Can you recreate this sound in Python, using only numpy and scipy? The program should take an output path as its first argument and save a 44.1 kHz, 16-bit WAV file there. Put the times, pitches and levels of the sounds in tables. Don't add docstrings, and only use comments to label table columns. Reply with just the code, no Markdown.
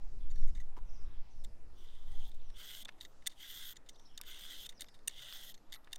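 import sys
import numpy as np
from scipy import signal
from scipy.io import wavfile
from scipy.ndimage import uniform_filter1d

SR = 44100
rng = np.random.default_rng(int(sys.argv[2]) if len(sys.argv) > 2 else 0)


def linear_from_db(decibels):
    return 10 ** (np.asarray(decibels, float) / 20)


def dump(signal):
    limited = np.clip(np.atleast_2d(signal).T, -1, 1)
    pcm = np.round(limited * 32767).astype(np.int16)
    wavfile.write(sys.argv[1], SR, pcm)


N = 263718


def rms_one(x):
    return x / np.sqrt(np.mean(x ** 2) + 1e-20)


def in_time(tables, silent_db=-130):
    t, out = np.arange(N) / SR, None
    for rows in tables:
        s, *columns = np.transpose(rows)
        curves = np.array([np.interp(t, s, c) for c in columns])
        inside = (t >= s[0]) & (t <= s[-1])
        out = np.where(inside, curves, silent_db if out is None else out)
    return out


def drift(rate_hz):
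    r = np.exp(-80 * np.pi * rate_hz / SR)
    slow = signal.lfilter([1], [1, -2 * r, r * r], rng.standard_normal(N // 40 + 2002))[2000:]
    return np.interp(np.arange(N) / 40, np.arange(len(slow)), rms_one(slow))


def band(x, low_hz, high_hz, order=2):
    edges = [low_hz, min(high_hz, .45 * SR)]
    return signal.sosfilt(signal.butter(order, edges, "band", fs=SR, output="sos"), x)


def resonate(x, hz, width_hz):
    r = np.exp(-np.pi * width_hz / SR)
    top = np.array([1, 0, -1]) * (1 - r * r) / 2
    return signal.lfilter(top, [1, -2 * r * np.cos(2 * np.pi * hz / SR), r * r], x + 1e-18)


def modes_rms(modes):
    return np.sqrt(sum(linear_from_db(2 * db) * np.pi * w / SR for hz, w, db in modes))


def body(x, modes, wander_db):
    out = 0
    for k, (hz, w, db) in enumerate(modes):
        out = out + (-1) ** k * linear_from_db(db + wander_db * drift(12)) * resonate(x, hz, w)
    return out / modes_rms(modes)


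def slide(x, modes, bend, wander_db):
    out = 0
    for k, (hz, w, db) in enumerate(modes):
        moving_hz = hz * (bend + 0.019 * drift(8.2))
        turn = np.exp(2j * np.pi * np.cumsum(moving_hz) / SR)
        r = np.exp(-1.5 * np.pi * w / SR)
        rung = turn * signal.lfilter([(1 - r) ** 2], [1, -2 * r, r * r], x / turn)
        out = out + (-1) ** k * linear_from_db(db + wander_db * drift(21)) * 2 * rung.real
    return out / modes_rms(modes)


# f/Hz, level/dB (per Hz)
AIR_COLOUR = [(140, -9), (400, -11.5), (800, -13.5), (1140, -18), (2280, -25), (4500, -28), (9000, -35),
              (12900, -38)]
# f/Hz, width/Hz, level/dB (relative)
DRONES = [(50.7, 17, -4), (124.2, 12, -11.5), (170.7, 3.8, -25), (292, 39, -20)]
HUSH_DB, HUSH_FADE_DB_PER_S = -68, 0.22


def hush():
    out, edges, white = 0, 120 * 2 ** np.arange(0, 7.6, .5), rng.standard_normal((2, N))
    hz, db = np.transpose(AIR_COLOUR)
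    for k, (low, high) in enumerate(zip(edges, edges[1:])):
        level_db = np.interp(np.log(low * high) / 2, np.log(hz), db) + 2.5 * drift(2.6)
        out = out + linear_from_db(level_db) * band(white[k % 2], low, high)
    out = rms_one(out)
    for hz, w, db in DRONES:
        out = out + linear_from_db(db) * rms_one(resonate(resonate(white[0], hz, w), hz, 2 * w))
    out = signal.sosfilt(signal.ellip(8, .5, 40, 12800, fs=SR, output="sos"), out)
    for low in (12900, 13600, 14300, 15000):
        flicker = uniform_filter1d(1. * (drift(9) > low / 14000 - .3), 400)
        out = out + linear_from_db(-28.5) * flicker * rms_one(band(white[1], low, low + 700, order=4))
    t = np.arange(N) / SR
    gust = 1 + 0.53 * np.exp(-t / 0.0064)
    return linear_from_db(HUSH_DB - HUSH_FADE_DB_PER_S * t) * gust * out


# t/s, level/dB
GUSTS = [
    [(0.0, -48.5), (0.386, -37), (0.406, -31.5), (0.664, -47.5), (0.832, -46.5), (0.9, -43.5),
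     (1.072, -44.5), (1.168, -44.5), (1.25, -52)],
    [(1.25, -62.5), (1.374, -47.5), (1.714, -54.5), (1.898, -54.5), (2.028, -50), (2.184, -41), (2.37, -50),
     (2.416, -47), (2.62, -55)],
    [(5.2, -72), (5.3, -63), (5.38, -73), (5.47, -66), (5.54, -64)],
]
BUFFET_DB, BUFFET_FOLLOWS = 17, 1
QUIET_DB, QUIET_BUFFET_DB, QUIET_SURGE_DB = -65, -46.5, -7
START_PUSH_DB, START_PUSH_S = -31, 0.03


def wind():
    t, first_db = np.arange(N) / SR, GUSTS[0][0][1]
    rumble_db = uniform_filter1d(in_time(GUSTS, silent_db=QUIET_DB)[0], size=2000)
    buffet_db = BUFFET_DB + first_db + BUFFET_FOLLOWS * (rumble_db - first_db)
    buffet_db = np.maximum(buffet_db, QUIET_BUFFET_DB)
    white = rng.standard_normal((4, N + SR))
    buffet = rms_one(band(white[0], 2.914, 11.5, order=3)[SR:])
    rumble = rms_one(band(white[1], 28, 62.3)[SR:])
    flutter = rms_one(band(white[2], 29, 148)[SR:]) * linear_from_db(0.5 * drift(36))
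    surge = rms_one(band(white[3], 9.6, 28)[SR:])
    rumble = rumble / np.sqrt(uniform_filter1d(rumble ** 2, 3000) + 2)
    buffet = buffet / np.sqrt(uniform_filter1d(buffet ** 2, 9000) + 0.72)
    push = linear_from_db(START_PUSH_DB) * np.exp(-t / START_PUSH_S)
    surge = linear_from_db(QUIET_SURGE_DB * (t > GUSTS[1][-1][0])) * surge
    fast = linear_from_db(-13) * rumble + surge + linear_from_db(-23.5) * flutter
    return push + linear_from_db(buffet_db - 0.7) * buffet + linear_from_db(rumble_db + 2.5 * drift(7.4)) * fast


PHRASE_PEAK, PHRASE_IN_DB, PHRASE_OUT_DB = .4, -5, -7


def phrase(s, length, start_hz, end_hz, db):
    peak_hz = start_hz + PHRASE_PEAK * (end_hz - start_hz)
    return [(s, start_hz, db + PHRASE_IN_DB),
            (s + PHRASE_PEAK * length, peak_hz, db),
            (s + length, end_hz, db + PHRASE_OUT_DB)]


BIRD_FAR_DB = 4


def bird(rows, trill_db, blur_hz):
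    hz, level_db = in_time([phrase(*row) for row in rows])
    hz = uniform_filter1d(np.maximum(hz, 2000), 100) * (1 + 0.047 * drift(62))
    phase = 2 * np.pi * np.cumsum(hz) / SR
    tone = drift(blur_hz) * np.sin(phase) + drift(blur_hz) * np.cos(phase)
    song = uniform_filter1d(linear_from_db(level_db - BIRD_FAR_DB), 600) * linear_from_db(trill_db * drift(23)) * tone
    lags = (SR * np.array([.011, .027, .048, .081, .12])).astype(int)
    return song + sum(linear_from_db(-5 - 2.5 * k) * np.roll(song, lag) for k, lag in enumerate(lags))


# t/s, length/s, start f/Hz, end f/Hz, level/dB
HIGH_BIRD = [
    (.32, 0.2, 5810, 5120, -72.5),
    (.85, 0.22, 5760, 5390, -72.5),
    (1.3, 0.21, 6080, 5010, -73),
    (1.75, .06, 6000, 5600, -77.5),
    (2.42, .12, 5900, 5400, -74.5),
    (3.89, 0.15, 6000, 5730, -71.5),
    (4.045, .03, 5240, 5600, -65.5),
    (4.145, .025, 5150, 5230, -67),
    (4.735, .055, 6300, 5250, -66),
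    (4.86, 0.078, 5250, 4760, -70),
]
LOW_BIRD = [
    (.2, 0.085, 3590, 2920, -72),
    (.355, 0.046, 4410, 4310, -68),
    (1.05, 0.16, 3860, 2855, -70.5),
    (4.085, 0.068, 3100, 3050, -64.5),
]


def birds():
    return bird(HIGH_BIRD, trill_db=4, blur_hz=200) + linear_from_db(-3) * bird(LOW_BIRD, trill_db=3, blur_hz=250)


# t/s, length/s, start f/Hz, end f/Hz, level/dB
CHIRPS = [
    (2.385, 0.033, 4200, 2800, -71),
    (2.4, 0.0062, 2200, 5700, -74),
    (2.412, 0.014, 5200, 1900, -67),
    (3.925, 0.017, 4900, 9200, -75),
    (3.94, 0.021, 2900, 6900, -70),
    (4.035, 0.039, 1800, 5500, -74.5),
    (4.03, 0.011, 4900, 6800, -78),
    (4.07, 0.013, 4100, 3600, -72),
    (0.28, .03, 3000, 3600, -90),
]


def chirps():
    out = np.zeros(N)
    for s, length, start_hz, end_hz, db in CHIRPS:
        i, size = round(s * SR), round(length * SR)
        phase = 2 * np.pi * np.cumsum(np.linspace(start_hz, end_hz, size)) / SR
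        out[i:i + size] += linear_from_db(db) * np.hanning(size) ** .5 * np.sin(phase)
    return out * linear_from_db(3.7 * drift(150))


# t/s, peak level/dB, f/Hz, click level/dB, thud level/dB (both relative)
BUMPS = [
    (0.767, -54, 1030, 2, -10),
    (0.772, -51.5, 940, -25, -3),
    (0.776, -54.5, 426, -19, -28),
    (0.779, -53, 970, -19, -13),
    (0.787, -55.5, 966, -15, -22),
    (2.857, -65, 570, 29, -1),
    (4.212, -61, 970, -7, -4),
    (4.825, -61, 566, -9, 4),
    (5.761, -60.5, 1300, -7, -18),
]
BUMP_T60_S = 0.025


def bumps():
    out, t = np.zeros(N + 4000), np.arange(4000) / SR
    rough = rng.standard_normal((len(BUMPS), 4000))
    for (s, peak_db, hz, click_db, thud_db), noise in zip(BUMPS, rough):
        thump = 2 * np.sin(2 * np.pi * hz * t) + 0.46 * rms_one(band(noise, .5 * hz, 2 * hz, order=1))
        click = linear_from_db(click_db - 60 * t / 0.0022) * rms_one(band(noise, 650, 3200))
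        thud = linear_from_db(thud_db + 30 * t / BUMP_T60_S) * np.sin(2 * np.pi * 300 * t)
        fade = linear_from_db(peak_db - 60 * t / BUMP_T60_S) * np.minimum(t / 0.00042, 1)
        i = round(s * SR)
        out[i:i + 4000] += fade * (thump + click + thud)
    return out[:N]


# t/s, f/Hz, level/dB, t60/s
SINGING = [
    (.603, 12800, -84, .25),
    (2.343, 13000, -79, .25),
    (3.010, 13700, -64, 0.27),
    (3.010, 11500, -73, 0.18),
    (4.812, 12700, -61, 0.13),
    (5.545, 13100, -80, 0.32),
    (5.724, 11570, -57.5, 0.21),
    (5.724, 12750, -69, 0.19),
    (5.724, 13700, -66, 0.24),
]


def singing():
    out, t = np.zeros(N + SR // 2), np.arange(SR // 2) / SR
    for s, hz, db, t60 in SINGING:
        i = round(s * SR)
        out[i:i + SR // 2] += linear_from_db(db - 60 * t / t60) * np.sin(2 * np.pi * hz * t)
    return out[:N] * linear_from_db(2.7 * drift(40))


# t/s, f/Hz, peak level/dB, rise/ms, t60/ms
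RINGS = [(.306, 6970, -60.5, 2, 45), (.308, 5970, -69, 2, 40), (.311, 4480, -63, 2, 40),
         (.355, 4370, -66, 2, 50), (.378, 4300, -66, 2, 30), (.483, 6570, -64, 2, 30),
         (.55, 3700, -59, 2.2, 38), (.55, 6500, -62, 1.5, 20), (.577, 2120, -60, 2, 40),
         (.6, 1960, -52, 2, 48), (.601, 6380, -59, 2, 40), (2.8533, 3540, -39, 1.4, 16),
         (3.009, 3800, -40.5, 1.8, 14), (3.2698, 3594, -25.5, 3.8, 10.5), (3.2705, 1960, -36, 2.5, 13),
         (3.765, 7010, -51.5, 2.3, 30), (4.2005, 1310, -50, 1.5, 6.6), (4.204, 1150, -47, 0.47, 7),
         (4.808, 3500, -40.5, 3.6, 12), (4.8095, 2060, -49, 1.6, 28), (4.8178, 3500, -44, 1.3, 8.9),
         (5.0785, 2810, -34, 2, 12), (5.078, 1820, -42.5, 3.5, 20), (5.0801, 8940, -23, 0.89, 12),
         (1.445, 7450, -50, 1.6, 17), (5.542, 6300, -56, 2, 25), (5.542, 4270, -56, 1.8, 25),
         (5.577, 4230, -62, 1.5, 20), (5.577, 6350, -61, 1.5, 20), (4.864, 3600, -60, 1.5, 13),
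         (4.87, 3500, -63, 1.5, 15), (5.7645, 4000, -54, 1.5, 14), (5.931, 1834, -48.5, 3.5, 16),
         (5.931, 2770, -47, 2.9, 15)]
# t/s, peak level/dB, rise/ms, t60/ms
HANDLE_RINGS = [(3.009, -55, 1.4, 15), (3.05, -53, 2, 30), (3.2658, -41.5, 2, 16), (3.765, -56, 2, 25),
                (4.177, -54, 2.5, 20), (5.7238, -51, 1.5, 12), (5.7285, -46.5, 1.8, 13),
                (5.7392, -53, 1.6, 13), (5.746, -51, 1.5, 13), (5.77, -66, 3, 71), (5.959, -52, 1.4, 14)]
HANDLE_HZ = 1960


def rings():
    out, t = np.zeros(N + 3000), np.arange(3000) / SR
    rows = RINGS + [(s, HANDLE_HZ, *rest) for s, *rest in HANDLE_RINGS]
    for (s, hz, db, rise_ms, t60_ms), start in zip(rows, rng.random(len(rows))):
        rise = max(rise_ms, .3) / 1000
        swell = np.sin(np.pi / 2 * np.minimum(t / rise, 1)) ** 2
        decay = linear_from_db(-60000 * np.maximum(t - rise, 0) / t60_ms)
        i = round(s * SR)
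        out[i:i + 3000] += linear_from_db(db) * swell * decay * np.sin(2 * np.pi * (hz * t + start))
    return out[:N] * linear_from_db(1.5 * drift(200))


# t/s, peak level/dB, lowest f/Hz, highest f/Hz, t60/ms
SNAPS = [(2.295, -58, 6000, 15500, 11), (2.876, -54, 800, 3000, 23), (2.882, -53, 900, 5000, 25),
         (2.884, -44.5, 900, 4940, 19), (2.8888, -40, 910, 3330, 23), (2.89, -36, 890, 3000, 19),
         (2.894, -55, 1000, 3600, 25), (2.707, -45, 1400, 4600, 10), (4.311, -47, 2500, 4200, 10),
         (4.451, -50, 1210, 2400, 12), (5.221, -49, 2500, 4220, 12), (2.923, -56, 1000, 3980, 11),
         (3.2604, -38.5, 1210, 4900, 12), (4.2135, -30, 1200, 14000, 6.6), (4.8438, -47, 1000, 4500, 10),
         (5.3256, -33.5, 1320, 4600, 4.4), (5.873, -49.5, 1100, 2230, 25)]


def snaps():
    out, t = np.zeros(N), np.arange(800) / SR
    for (s, db, low_hz, high_hz, t60_ms), noise in zip(SNAPS, rng.standard_normal((len(SNAPS), 800))):
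        burst = band(noise * linear_from_db(-60000 * t / t60_ms), low_hz, high_hz)
        i = round(s * SR)
        out[i:i + 800] += linear_from_db(db) * burst / np.abs(burst).max()
    return out


# t/s, peak level/dB, low level/dB (relative), chatter/ms
HANDLING = [(0.302, -55, -7, 4.9), (0.3115, -53.5, -5, 12), (0.357, -56, 2, 7.9), (0.377, -59, -3, 8.3),
            (0.423, -61, 4, 14), (0.436, -58, 1, 7), (0.476, -57, 2.5, 14), (0.491, -62, 2, 20),
            (0.549, -58, 3, 27), (0.572, -59, 3, 13), (0.6, -53.5, 0.5, 16)]
HANDLING_BRIGHT_DB, HANDLING_EDGE_DB = 1, -4.5
# t/s, peak level/dB, bright level/dB, edge level/dB (both relative), chatter/ms
KNOCKS = [(3.0087, -38.5, -4, -9, 6.9), (3.0496, -39.5, -2, -13, 4.4), (3.055, -45, -16, -13, 3.6),
          (3.0595, -53, -15, -7, 4.7), (3.2648, -31, 0.5, -0.5, 9.1), (3.27, -25, 2, 2.5, 5.7),
          (3.767, -40, -0.5, -12, 5.2), (3.889, -40, 2, -7, 10.6), (4.1761, -30, -1.5, -8, 3.8),
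          (4.216, -40, -2, -15, 2.5), (4.6907, -39.5, 0.5, -5, 13.3), (4.812, -42, -14, -4, 19.5),
          (4.818, -30.5, -2.5, -6, 4.4), (5.0752, -26, -3, 5, 3.2), (5.0785, -28, 10, 5, 2.4),
          (5.081, -28, -2, 9, 1.2), (5.082, -36, 3, 0, 2), (5.542, -41.5, -5, -12, 8.3),
          (5.72, -46, -7, -7, 3), (5.7232, -33.5, -5, -9, 3.6), (5.7284, -30, -8, -23, 2.8),
          (5.7335, -45, -5, -5, 5), (5.7379, -33, -7, -11, 3.3), (5.7448, -38.5, -3, -4, 5.2),
          (5.954, -49, -1.5, -9, 4), (5.9588, -33.5, 5, 0, 1.3)]
KNOCK_LOW_DB = -11
SLAPS = [
    (1.4387, -53.5, -1, 2, 11),
    (1.4456, -38, -9.5, -10, 5.3),
    (2.315, -50.5, -9, -10, 7.8),
    (2.343, -57.5, 0, -3, 7),
    (2.8497, -36, 0, -6, 2),
    (2.8533, -38, -6, -9, 3.4),
    (3.2724, -24.5, -10.5, 1, 4.3),
    (4.6636, -34, -1, -1, 2.8),
    (4.8078, -30, 0.5, 3.5, 3.2),
    (5.9294, -27, -5.5, -4, 4.2),
]
SLAP_LOW_DB = -14
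# t/s, peak level/dB, low level/dB (relative), chatter/ms
TICKS = [(2.5, -52.5, -3, 6.7), (2.98, -60.5, -1, 15), (3.0038, -46, -17, 2.7), (3.0144, -39, -10, 5.1),
         (3.0256, -43, -18, 3.5), (3.02, -47, -11, 1.6), (3.0285, -48, -14, 2), (3.032, -45, -14, 5),
         (3.0385, -53, -10, 2.5), (3.0438, -50, -16, 2.8), (3.221, -60.5, 9, 8.3), (3.296, -49, -12, 18),
         (3.3136, -50, -8, 20), (3.7582, -47, -3, 3.9), (3.861, -60, 0, 19), (3.9564, -55, -12, 9.9),
         (3.996, -50.5, -6, 4.3), (4.188, -47, -4, 3.4), (4.2352, -41.5, -1, 2), (4.7222, -50.5, 2, 6.4),
         (4.7952, -46, -4, 11), (4.8852, -47.5, -2.5, 7.3), (4.9406, -51.5, -5.5, 17), (4.99, -56, -1, 3.6),
         (5.092, -41, -5.5, 9.2), (5.1105, -43, -3, 3), (5.576, -57, 2, 3.8), (5.699, -59, -20, 4.4),
         (5.7112, -57, -21, 2.5), (5.754, -41, -6, 3.9), (5.759, -44, -6.5, 4), (5.844, -52.5, -13, 6.3),
         (5.909, -58, -1, 5), (5.919, -48, -16, 4.2), (5.942, -54, -9, 12)]
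TICK_BRIGHT_DB, TICK_EDGE_DB = -7.5, -10


def contacts():
    return ([(s, db, low, HANDLING_BRIGHT_DB, HANDLING_EDGE_DB, ms / 1000) for s, db, low, ms in HANDLING]
            + [(s, db, KNOCK_LOW_DB, bright, edge, ms / 1000) for s, db, bright, edge, ms in KNOCKS]
            + [(s, db, SLAP_LOW_DB, bright, edge, ms / 1000) for s, db, bright, edge, ms in SLAPS]
            + [(s, db, low, TICK_BRIGHT_DB, TICK_EDGE_DB, ms / 1000) for s, db, low, ms in TICKS])


# f/Hz, width/Hz, level/dB
KNOCK_LOW = [(1686, 60, -20), (1910, 450, -17.5)]
KNOCK_FRAME = [(2600, 1100, -17.5), (3667, 240, 8), (4230, 330, -14), (4294, 350, -1)]
KNOCK_BRIGHT = [(5775, 210, -4.5), (6300, 920, -6), (7500, 2500, -16)]
KNOCK_EDGE = [(8634, 340, -1.5), (9140, 307, 0), (12700, 740, -9.5), (13700, 950, -8), (14900, 3500, -13.5)]
RATTLE_RISE_S = 0.0006
LOW_LAG_S = 0.0012


def rattles():
    low, frame, bright, edge = np.zeros((4, N))
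    rows, size = contacts(), 1500
    luck = rng.random((len(rows), 3, size))
    t = np.arange(size) / SR
    for (s, peak_db, low_db, bright_db, edge_db, length), (born, big, sign) in zip(rows, luck):
        swell = np.minimum(0.33 + t / RATTLE_RISE_S, 1) * np.exp(-(t / np.clip(length, .0005, .03)) ** 2)
        swell = swell + linear_from_db(-14 - 60 * t / 0.019)
        ticks = (born < 7000 / SR) * big ** 3 * np.sign(sign - .5)
        ticks[0] = 1
        ticks = ticks * swell
        i = round(s * SR)
        ticks = linear_from_db(peak_db + 9.5) * ticks[:N - i] / np.sqrt(np.sum(ticks ** 2)) * np.sqrt(length / 0.0052)
        frame[i:i + size] += ticks
        low[i:i + size] += linear_from_db(low_db) * ticks
        bright[i:i + size] += linear_from_db(bright_db) * ticks
        edge[i:i + size] += linear_from_db(edge_db) * ticks
    low = np.roll(low, round(LOW_LAG_S * SR))
    parts = zip((low, frame, bright, edge), (KNOCK_LOW, KNOCK_FRAME, KNOCK_BRIGHT, KNOCK_EDGE))
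    return sum(body(x, modes, wander_db=-1) for x, modes in parts)


def grains(per_s, spread_db):
    sizes = linear_from_db(spread_db * np.minimum(rng.exponential(1, N), 5)) * rng.choice([-1, 1], N)
    return rms_one(sizes * (rng.random(N) < per_s / SR))


# t/s, pressure level/dB, speed (0-1)
STROKES = [
    [(1.72, -91, 0.3), (1.78, -72, 0.4), (1.85, -66, 0.5), (1.95, -69, .35), (2.04, -73, 0.53),
     (2.12, -66, 0.5), (2.28, -63, 0.5), (2.31, -78, 0.7)],
    [(2.54, -67, 0.05), (2.586, -54.5, 0.62), (2.7, -51, 0.68), (2.826, -54, 0.76), (2.836, -70, 0.5)],
    [(3.35, -78, 0.6), (3.4, -53.5, 0.5), (3.47, -53, 0.6), (3.5, -52.5, 0.83), (3.6, -51, 0.74),
     (3.724, -53.5, 0.86), (3.735, -63, 0.7)],
    [(4.215, -71, 0.1), (4.275, -54.5, 0.47), (4.47, -53, 0.61), (4.665, -52, 0.64), (4.68, -81, 0.9)],
    [(5.098, -64, 0.34), (5.194, -54, 0.46), (5.35, -51, 0.53), (5.512, -57.5, 0.92), (5.524, -62, 0.9)],
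]
# f/Hz, width/Hz, level/dB
LOW_MODES = [(1570, 246, 0), (2053, 182, 3)]
FRAME_MODES = [(3158, 316, 2), (3500, 273, 3), (4290, 1230, -12.5)]
BRIGHT_MODES = [(4660, 280, -17), (5720, 86, 9.5), (6630, 590, 6.5), (6750, 250, -11), (8600, 1600, 4)]
SIZZLE_MODES = [(11870, 1300, -2), (14000, 1800, 6), (15150, 6200, -5)]
BITE_SLOW_DB, BITE_FAST_DB = -15.5, -4
SIZZLE_SLOW_DB, SIZZLE_FAST_DB = -26, 4.5
BODY_DB, BODY_ENDS_DB, FAR_BODY_DB = -13.5, -3.5, -2
BODY_LATE_DB = -1
BRIGHT_CLIMB, FRAME_CLIMB = 0.033, .025


def scrape():
    press_db, speed = in_time(STROKES)
    speed, t = np.clip(speed, 0, 1.2), np.arange(N) / SR
    ends = [rows[k][0] for rows in STROKES for k in (0, -1)]
    along = np.interp(t, ends, [-1, 1] * len(STROKES))
    far = t < STROKES[1][0][0]
    low_db = BODY_DB + BODY_ENDS_DB * along ** 2 + BODY_LATE_DB * along + FAR_BODY_DB * far
    bite_db = BITE_SLOW_DB + (BITE_FAST_DB - BITE_SLOW_DB) * speed
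    sizzle_db = SIZZLE_SLOW_DB + (SIZZLE_FAST_DB - SIZZLE_SLOW_DB) * speed
    press = uniform_filter1d(linear_from_db(press_db), 200) * linear_from_db(0.83 * drift(60) + 1.4 * drift(150))
    tear = grains(4500, spread_db=1.5) * press
    spray = grains(9000, spread_db=3.5) * press
    direct = rms_one(band(rng.standard_normal(N), 3700, 8000)) * press
    frame = slide(tear, FRAME_MODES, 1 + FRAME_CLIMB * along, wander_db=-0.5)
    carrot = slide(tear, LOW_MODES, 0.98, wander_db=3)
    bite = slide(tear, BRIGHT_MODES, 1 + BRIGHT_CLIMB * along, wander_db=2.5) + direct
    sizzle = body(spray, SIZZLE_MODES, wander_db=2.5)
    return frame + linear_from_db(low_db + 3) * carrot + linear_from_db(bite_db - 2) * bite + linear_from_db(sizzle_db + 1.5) * sizzle


# at stroke start/ms, at stroke end/ms
ECHO_MS = (0.866, 0.76)


def close_echo(x):
    n = np.arange(N)
    ends = [(rows[0][0], rows[-1][0]) for rows in STROKES]
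    lag = np.interp(n / SR, np.ravel(ends), list(ECHO_MS) * len(ends)) * SR / 1000
    return x + linear_from_db(-11) * band(np.interp(n - lag, n, x), 4000, 8000, order=1)


def scene():
    background = hush() + wind() + birds() + chirps()
    work = bumps() + singing() + rings() + snaps() + rattles() + close_echo(scrape())
    return (background + work)[None]


def roll_off(x):
    return signal.sosfilt(signal.butter(12, 16560, fs=SR, output="sos"), x)


def record(dry):
    mix = signal.sosfilt(signal.ellip(10, .5, 60, 15950, fs=SR, output="sos"), dry)
    return roll_off(mix)


dry = scene()
out = record(dry)
dump(out)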